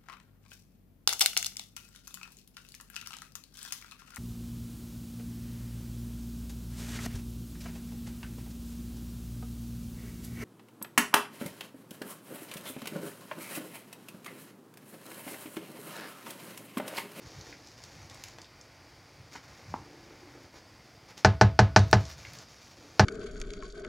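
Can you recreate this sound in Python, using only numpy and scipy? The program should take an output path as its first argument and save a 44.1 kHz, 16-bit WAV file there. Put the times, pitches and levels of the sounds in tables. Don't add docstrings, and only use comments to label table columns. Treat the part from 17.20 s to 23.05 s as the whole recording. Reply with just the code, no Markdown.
import sys
import numpy as np
from scipy import signal
from scipy.fft import rfft, irfft
from scipy.io import wavfile
from scipy.ndimage import uniform_filter1d, minimum_filter1d

SR = 44100
rng = np.random.default_rng(int(sys.argv[2]) if len(sys.argv) > 2 else 0)


def wav_record(signal):
    frames = np.transpose(np.atleast_2d(signal))
    bounded = np.clip(frames, -1, 1)
    quanta = np.round(bounded * 32767).astype(np.int16)
    wavfile.write(sys.argv[1], SR, quanta)


N = 257984
TIME = np.arange(N) / SR
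AFTER = np.arange(SR // 2) / SR


def amp(db):
    return 10 ** (np.asarray(db) / 20)


def unit(x):
    return x / np.sqrt(np.mean(x ** 2) + 1e-20)


def read(points, hz):
    point_hz, value = np.transpose(points)
    return np.interp(np.log(hz + 1), np.log(point_hz + 1), value)


def add(mix, start_s, sound):
    part = mix[max(round(start_s * SR), 0):][:len(sound)]
    part += sound[:len(part)]


def colour(x, spectrum):
    gain = amp(read(spectrum, np.fft.rfftfreq(len(x), 1 / SR)))
    return unit(irfft(rfft(x) * gain, len(x)))


def noise(spectrum, t):
    return colour(rng.standard_normal(len(t)), spectrum)


def dying(t60):
    return np.exp(-np.log(1000) * AFTER / t60)


def click(spectrum):
    hz = abs(np.fft.fftfreq(len(AFTER), 1 / SR))
    log_gain = np.log(amp(read(spectrum, hz)))
    pulse = np.fft.ifft(np.exp(np.conj(signal.hilbert(log_gain)))).real
    return pulse / abs(pulse).max()


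def filtered(x, spectrum):
    return signal.fftconvolve(x, click(spectrum))[:len(x)]


def puff(spectrum, t60):
    burst = rng.standard_normal(len(AFTER)) * dying(t60)
    return filtered(burst, spectrum) / np.linalg.norm(click(spectrum))


def grains(per_s, spread_db):
    size = amp(spread_db * np.minimum(rng.exponential(1, N), 4))
    sign = rng.choice([-1, 1], N)
    return size * sign * (rng.random(N) < per_s / SR)


def room_tail(rise_s=0.0017):
    # frequency in Hz, t60 in seconds.
    room_decay = [(100, 0.6), (500, 0.23), (1500, 0.3), (5000, 0.25), (14000, 0.17)]
    hz, t, bands = signal.stft(rng.standard_normal(len(AFTER)), SR, nperseg=256)
    bands = bands * np.exp(-np.log(1000) * t / read(room_decay, hz)[:, None])
    tail = signal.istft(bands, SR)[1][:len(AFTER)]
    return tail * (1 - np.exp(-AFTER / rise_s))


def in_kitchen(x, wet_db):
    tail = room_tail()
    return x + amp(wet_db) * signal.fftconvolve(x, tail / np.linalg.norm(tail))[:N]


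def raps(crack_db=-9.5, clatter_db=-20.5, clatter_t60=0.07, room_db=-44, change=0.48):
    # time in seconds, force in dB, hardness of the contact in dB,
    # weight of the boom in dB, seconds until the load rebounds; levels add to the other settings.
    landings = [(4.0480, 4, 0, -0.7, 0.021), (4.2124, 4, -1.5, 0.5, 0.024), (4.3911, 3.5, -1, -0.4, 0.024),
                (4.5625, 3.5, 3, 1, 0.028), (4.7297, 2.5, 0.5, -2.5, 0.0245), (5.7956, 3, 1, 0.5, 0.029)]
    # seconds relative to the strike, relative level in dB.
    contacts = [(-.0007, -18), (0, 0), (.0066, -12)]
    # frequency in Hz, relative level in dB,
    # t60 in seconds.
    landing_modes = [(114.3, 4, 0.077), (197.8, -6.5, 0.13), (62.2, -35, 0.79)]
    rebound_modes = [(101.2, -1, 0.14), (192, -5.5, 0.037), (76.5, -28.5, 0.65)]
    # frequency in Hz, relative spectral level in dB.
    crack_colour = [(300, -25), (1500, -12), (2500, -1), (3400, -11), (4400, 0), (5600, 0), (6400, -15),
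                    (8500, -31), (16000, -47)]
    clatter_colour = [(150, 9), (400, -5), (1500, 6.5), (2100, -0.5), (2700, -5), (3500, -6), (4200, -0.5),
                      (5700, -4.5), (6500, -7.5), (7300, -14.5), (8400, -23.5), (16000, -47.5)]
    room_colour = [(35, -32), (70, -20), (120, 15.5), (250, -5.5), (500, 8.5), (1600, -3.5), (2300, -6),
                   (3400, -10), (5000, -13), (6500, -16), (8500, -34), (16000, -42.5)]
    out, crack = np.zeros(N), click(crack_colour)
    same_clatter, same_room = puff(clatter_colour, clatter_t60), room_tail()
    for start_s, force_db, hard_db, weight_db, rebound_s in landings:
        for delay_s, db in contacts:
            add(out, start_s + delay_s, -amp(force_db + hard_db + crack_db + db) * crack)
        clatter = same_clatter + change * puff(clatter_colour, clatter_t60)
        clatter = amp(clatter_db + hard_db) * clatter
        room = amp(room_db) * unit(filtered(same_room + change * room_tail(), room_colour))
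        add(out, start_s, amp(force_db) * (bowl_ring() + clatter + room))
        add(out, start_s, amp(weight_db) * boom(landing_modes))
        add(out, start_s + rebound_s, amp(weight_db) * boom(rebound_modes))
    return out


def bowl_ring(spread_s=0.0017, contact_hz=6500):
    # frequency in Hz, relative level in dB, t60 in seconds.
    bowl_modes = [(285.2, -38.5, 0.33), (336, -43, 0.3), (386, -22, 0.13), (442.7, -34, 0.18),
                  (503, -46, 0.12), (633.6, -11, 0.044), (655, -37.5, 0.44), (740, -21, 0.11),
                  (786, -28, 0.094), (843.3, -18, 0.081), (877, -28, 0.16), (1035, -30.5, 0.14),
                  (1103, -4, 0.0076), (1120, -42, 0.21), (1280, -48, 0.28), (1270, -35, 0.16),
                  (1480, -53, 0.77), (1487, -27.5, 0.093), (1561, -17.5, 0.056), (1687, -31.5, 0.16),
                  (1800, -14.5, 0.029), (2015, -32, 0.093), (2147, -51, 0.13), (2255, -27.5, 0.038),
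                  (2630, -53, 0.2)]
    base_modes = [(392, -12, 0.043), (850.7, -10.5, 0.048), (1513, -8, 0.0071)]
    wall = ringing(bowl_modes) * (1 - np.exp(-AFTER / spread_s))
    ring = wall - ringing(base_modes)
    return signal.sosfilt(signal.butter(6, contact_hz, fs=SR, output="sos"), ring)


def ringing(modes, detune=0.0021, vary_db=0.5):
    ring = 0
    changes = rng.standard_normal((len(modes), 2))
    for k, ((hz, db, t60), (pitch, level)) in enumerate(zip(modes, changes)):
        swing = np.sin(2 * np.pi * hz * (1 + detune * pitch) * AFTER)
        ring = ring + (-1) ** k * amp(db + vary_db * level) * swing * dying(t60)
    return ring


def boom(modes, rise_s=0.023):
    swings = sum(amp(db) * np.sin(2 * np.pi * hz * AFTER) * dying(t60) for hz, db, t60 in modes)
    return -(1 - np.exp(-AFTER / rise_s)) * swings


def stirring(pressure, depth, drag_db=-3, churn_db=-1, shake_db=-5, nudge_db=-1,
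             cavity_hz=345, cavity_width_hz=75):
    # frequency in Hz, relative spectral level in dB.
    drag_colour = [(300, 0.5), (550, 3.5), (1000, 5), (1700, 0.5), (2200, 4), (2900, -9.5), (4500, -24),
                   (8000, -27)]
    shake_colour = [(25, -49.5), (55, -6.5), (95, 3), (130, 2), (200, -9.5), (300, -28), (600, -67)]
    drag = amp(drag_db) * pressure * colour(grains(per_s=1500, spread_db=3.5), drag_colour)
    hollow = signal.iirpeak(cavity_hz, cavity_hz / cavity_width_hz, SR)
    folds = signal.lfilter(*hollow, grains(per_s=600, spread_db=4.5))
    dull_folds = signal.lfilter(*signal.butter(2, 900, fs=SR), folds)
    churn = amp(churn_db) * depth * unit(dull_folds)
    motion = amp(shake_db) * pressure + amp(nudge_db) * nudges()
    return in_kitchen(drag + churn, wet_db=-5) + motion * noise(shake_colour, TIME)


def strokes():
    # start in seconds, length in seconds, then relative levels in dB of
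    stroke_list = [(0.0, .33, -61.5, -59, -55.5), (0.357, 0.17, -64.5, -66, -62.5),
                   (.56, 0.3, -63, -59, -64), (.89, .22, -61.5, -57, -67.5), (1.12, .11, -73, -60.5, -62.5),
                   (1.276, 0.8, -74.5, -61, -69.5), (2.11, 0.047, -55, -55, -59.5),
                   (2.216, 0.32, -66, -57, -67), (2.542, 0.71, -70.5, -58.5, -57.5),
                   (3.326, 0.049, -62, -54, -56.5), (3.41, 0.49, -76, -62, -66),
                   (3.879, 0.019, -63, -55.5, -74), (3.964, 0.014, -54.5, -53.5, -59),
                   (4.965, 0.26, -59.5, -58, -66.5), (5.272, .25, -64.5, -68, -68.5),
                   (5.555, 0.31, -65.5, -62, -58)]
    return sum(amp(levels_db)[:, None] * press(start_s, length_s)
               for start_s, length_s, *levels_db in stroke_list)


def press(start_s, length_s, press_s=0.016, ease_s=0.043):
    t = TIME - start_s
    attack = np.clip(t / press_s, 0, 1)
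    release = np.clip(1 - (t - length_s) / ease_s, 0, 1)
    return attack * release


def nudges():
    # start in seconds, length in seconds, relative level in dB.
    shifts = [(0.022, 0.07, -49.5), (0.154, 0.087, -50), (0.728, 0.2, -53), (0.944, .1, -61),
              (1.98, 0.064, -53), (2.44, 0.13, -46.5), (2.52, .15, -53.5), (4.96, 0.3, -58)]
    return sum(amp(db) * np.sin(np.pi * np.clip((TIME - start_s) / length_s, 0, 1))
               for start_s, length_s, db in shifts)


def smear(wetness, stir_db=4):
    # frequency in Hz, relative spectral level in dB.
    smear_colour = [(800, -0.5), (2000, -1), (3200, -5.5), (4300, 0), (5500, 1), (6800, -1.5),
                    (8300, -17.5), (11000, -17), (15500, -27)]
    level = amp(stir_db) * wetness + slump()
    tears = colour(grains(per_s=1600, spread_db=3.5), smear_colour)
    return in_kitchen(level * tears, wet_db=-4)


def slump(start_s=4.58, end_s=4.92, end_db=-52, growth_db_per_s=30):
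    growth_db = growth_db_per_s * np.minimum(TIME - end_s, 0)
    return press(start_s, end_s - start_s) * amp(end_db + growth_db)


def bubbles(wetness, level_db=-5, t60=0.044):
    # frequency in Hz, relative spectral level in dB.
    bubble_colour = [(500, -11.5), (2500, 1.5), (6000, 5), (8500, -12.5), (15000, -12.5)]
    bursts = signal.fftconvolve(grains(per_s=45, spread_db=3), puff(bubble_colour, t60))[:N]
    return in_kitchen(amp(level_db) * wetness * unit(bursts), wet_db=-11)


def short_bursts(t60=0.015, dull_hz=7200, dull_db=-10, skirt_db=-30):
    # time in seconds, level in dB, centre in Hz, width in octaves.
    burst_list = [(0.211, -38, 5100, 0.3), (0.326, -42.5, 1960, 0.44), (.472, -45.5, 5500, 0.5),
                  (0.6383, -39.5, 5600, 0.81), (0.898, -42, 5270, 0.94), (0.945, -45.5, 7000, 1.1),
                  (1.038, -34, 4970, 1.8), (1.0845, -42, 5500, 1.2), (1.185, -39.5, 900, 2.2),
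                  (1.217, -42.5, 6000, 0.73), (1.245, -46.5, 4000, 0.45), (1.412, -44.5, 5900, 0.59),
                  (2.151, -44, 1700, 0.75), (2.159, -38, 1490, 1.06), (3.978, -41, 5000, 4.1),
                  (4.5914, -27, 4570, 0.76), (4.7123, -34.5, 11000, 2.7), (4.853, -39, 5300, 0.71),
                  (5.05, -35.5, 2260, 0.53), (5.134, -40.5, 6700, 2), (5.187, -40.5, 5930, 0.45)]
    out, hz = np.zeros(N), np.geomspace(60, 16000, 60)
    damping_db = dull_db * np.clip((hz - dull_hz) / 1200, 0, 1)
    for start_s, db, centre_hz, octaves in burst_list:
        distance = np.log2(hz / centre_hz)
        peak_db = -6 * (distance / octaves) ** 2
        shape_db = np.maximum(peak_db, skirt_db - 3 * abs(distance)) + damping_db
        add(out, start_s, amp(db) * puff(np.c_[hz, shape_db], t60))
    return in_kitchen(out, wet_db=-4.5)


def bumps(push_db=10, push_s=.0015):
    # time in seconds, shudder level in dB,
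    # t60 in seconds.
    knocks = [(2.154, -44.5, 0.048), (2.5395, -31.5, 0.039)]
    # frequency in Hz, relative spectral level in dB.
    bump_colour = [(60, -16), (250, 1.5), (600, -10), (950, 3.5), (1150, -0.5), (1600, -13.5), (2600, -26),
                   (5000, -42), (16000, -66)]
    out = np.zeros(N)
    for start_s, db, t60 in knocks:
        add(out, start_s, amp(db) * puff(bump_colour, t60))
        add(out, start_s + push_s, -amp(db + push_db) * click(bump_colour))
    return in_kitchen(out, wet_db=-10.0)


def kitchen_air(level_db=-57.5):
    # frequency in Hz, relative spectral level in dB.
    air_colour = [(18, -22.5), (30, -4.5), (120, 1.5), (192, -5.5), (315, -5.5), (399, -10.5), (656, -7.5),
                  (1260, -14), (2240, -13.5), (2830, -17), (4190, -18), (4660, -10.5), (6890, -23),
                  (8060, -28), (15500, -34.5)]
    return amp(level_db) * noise(air_colour, TIME)


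def scene():
    wetness, pressure, depth = strokes()
    blows = raps() + short_bursts() + bumps()
    batter = smear(wetness) + bubbles(wetness + slump()) + stirring(pressure, depth)
    mono = blows + batter + kitchen_air()
    return np.array([mono, mono])


def record(dry, low_hz=40, ceiling=.89, edge_hz=15950):
    wide = signal.sosfilt(signal.butter(5, low_hz, "high", fs=SR, output="sos"), dry)
    headroom = ceiling / np.maximum(abs(wide).max(axis=0), ceiling)
    held = wide * uniform_filter1d(minimum_filter1d(headroom, size=61), size=61)
    held = held * np.minimum((TIME[-1] - TIME) / .003, 1)
    treble_limit = signal.firwin(511, edge_hz, window=("kaiser", 9), fs=SR)
    return signal.filtfilt(treble_limit, 1, held)


dry = scene()
out = record(dry)
wav_record(out)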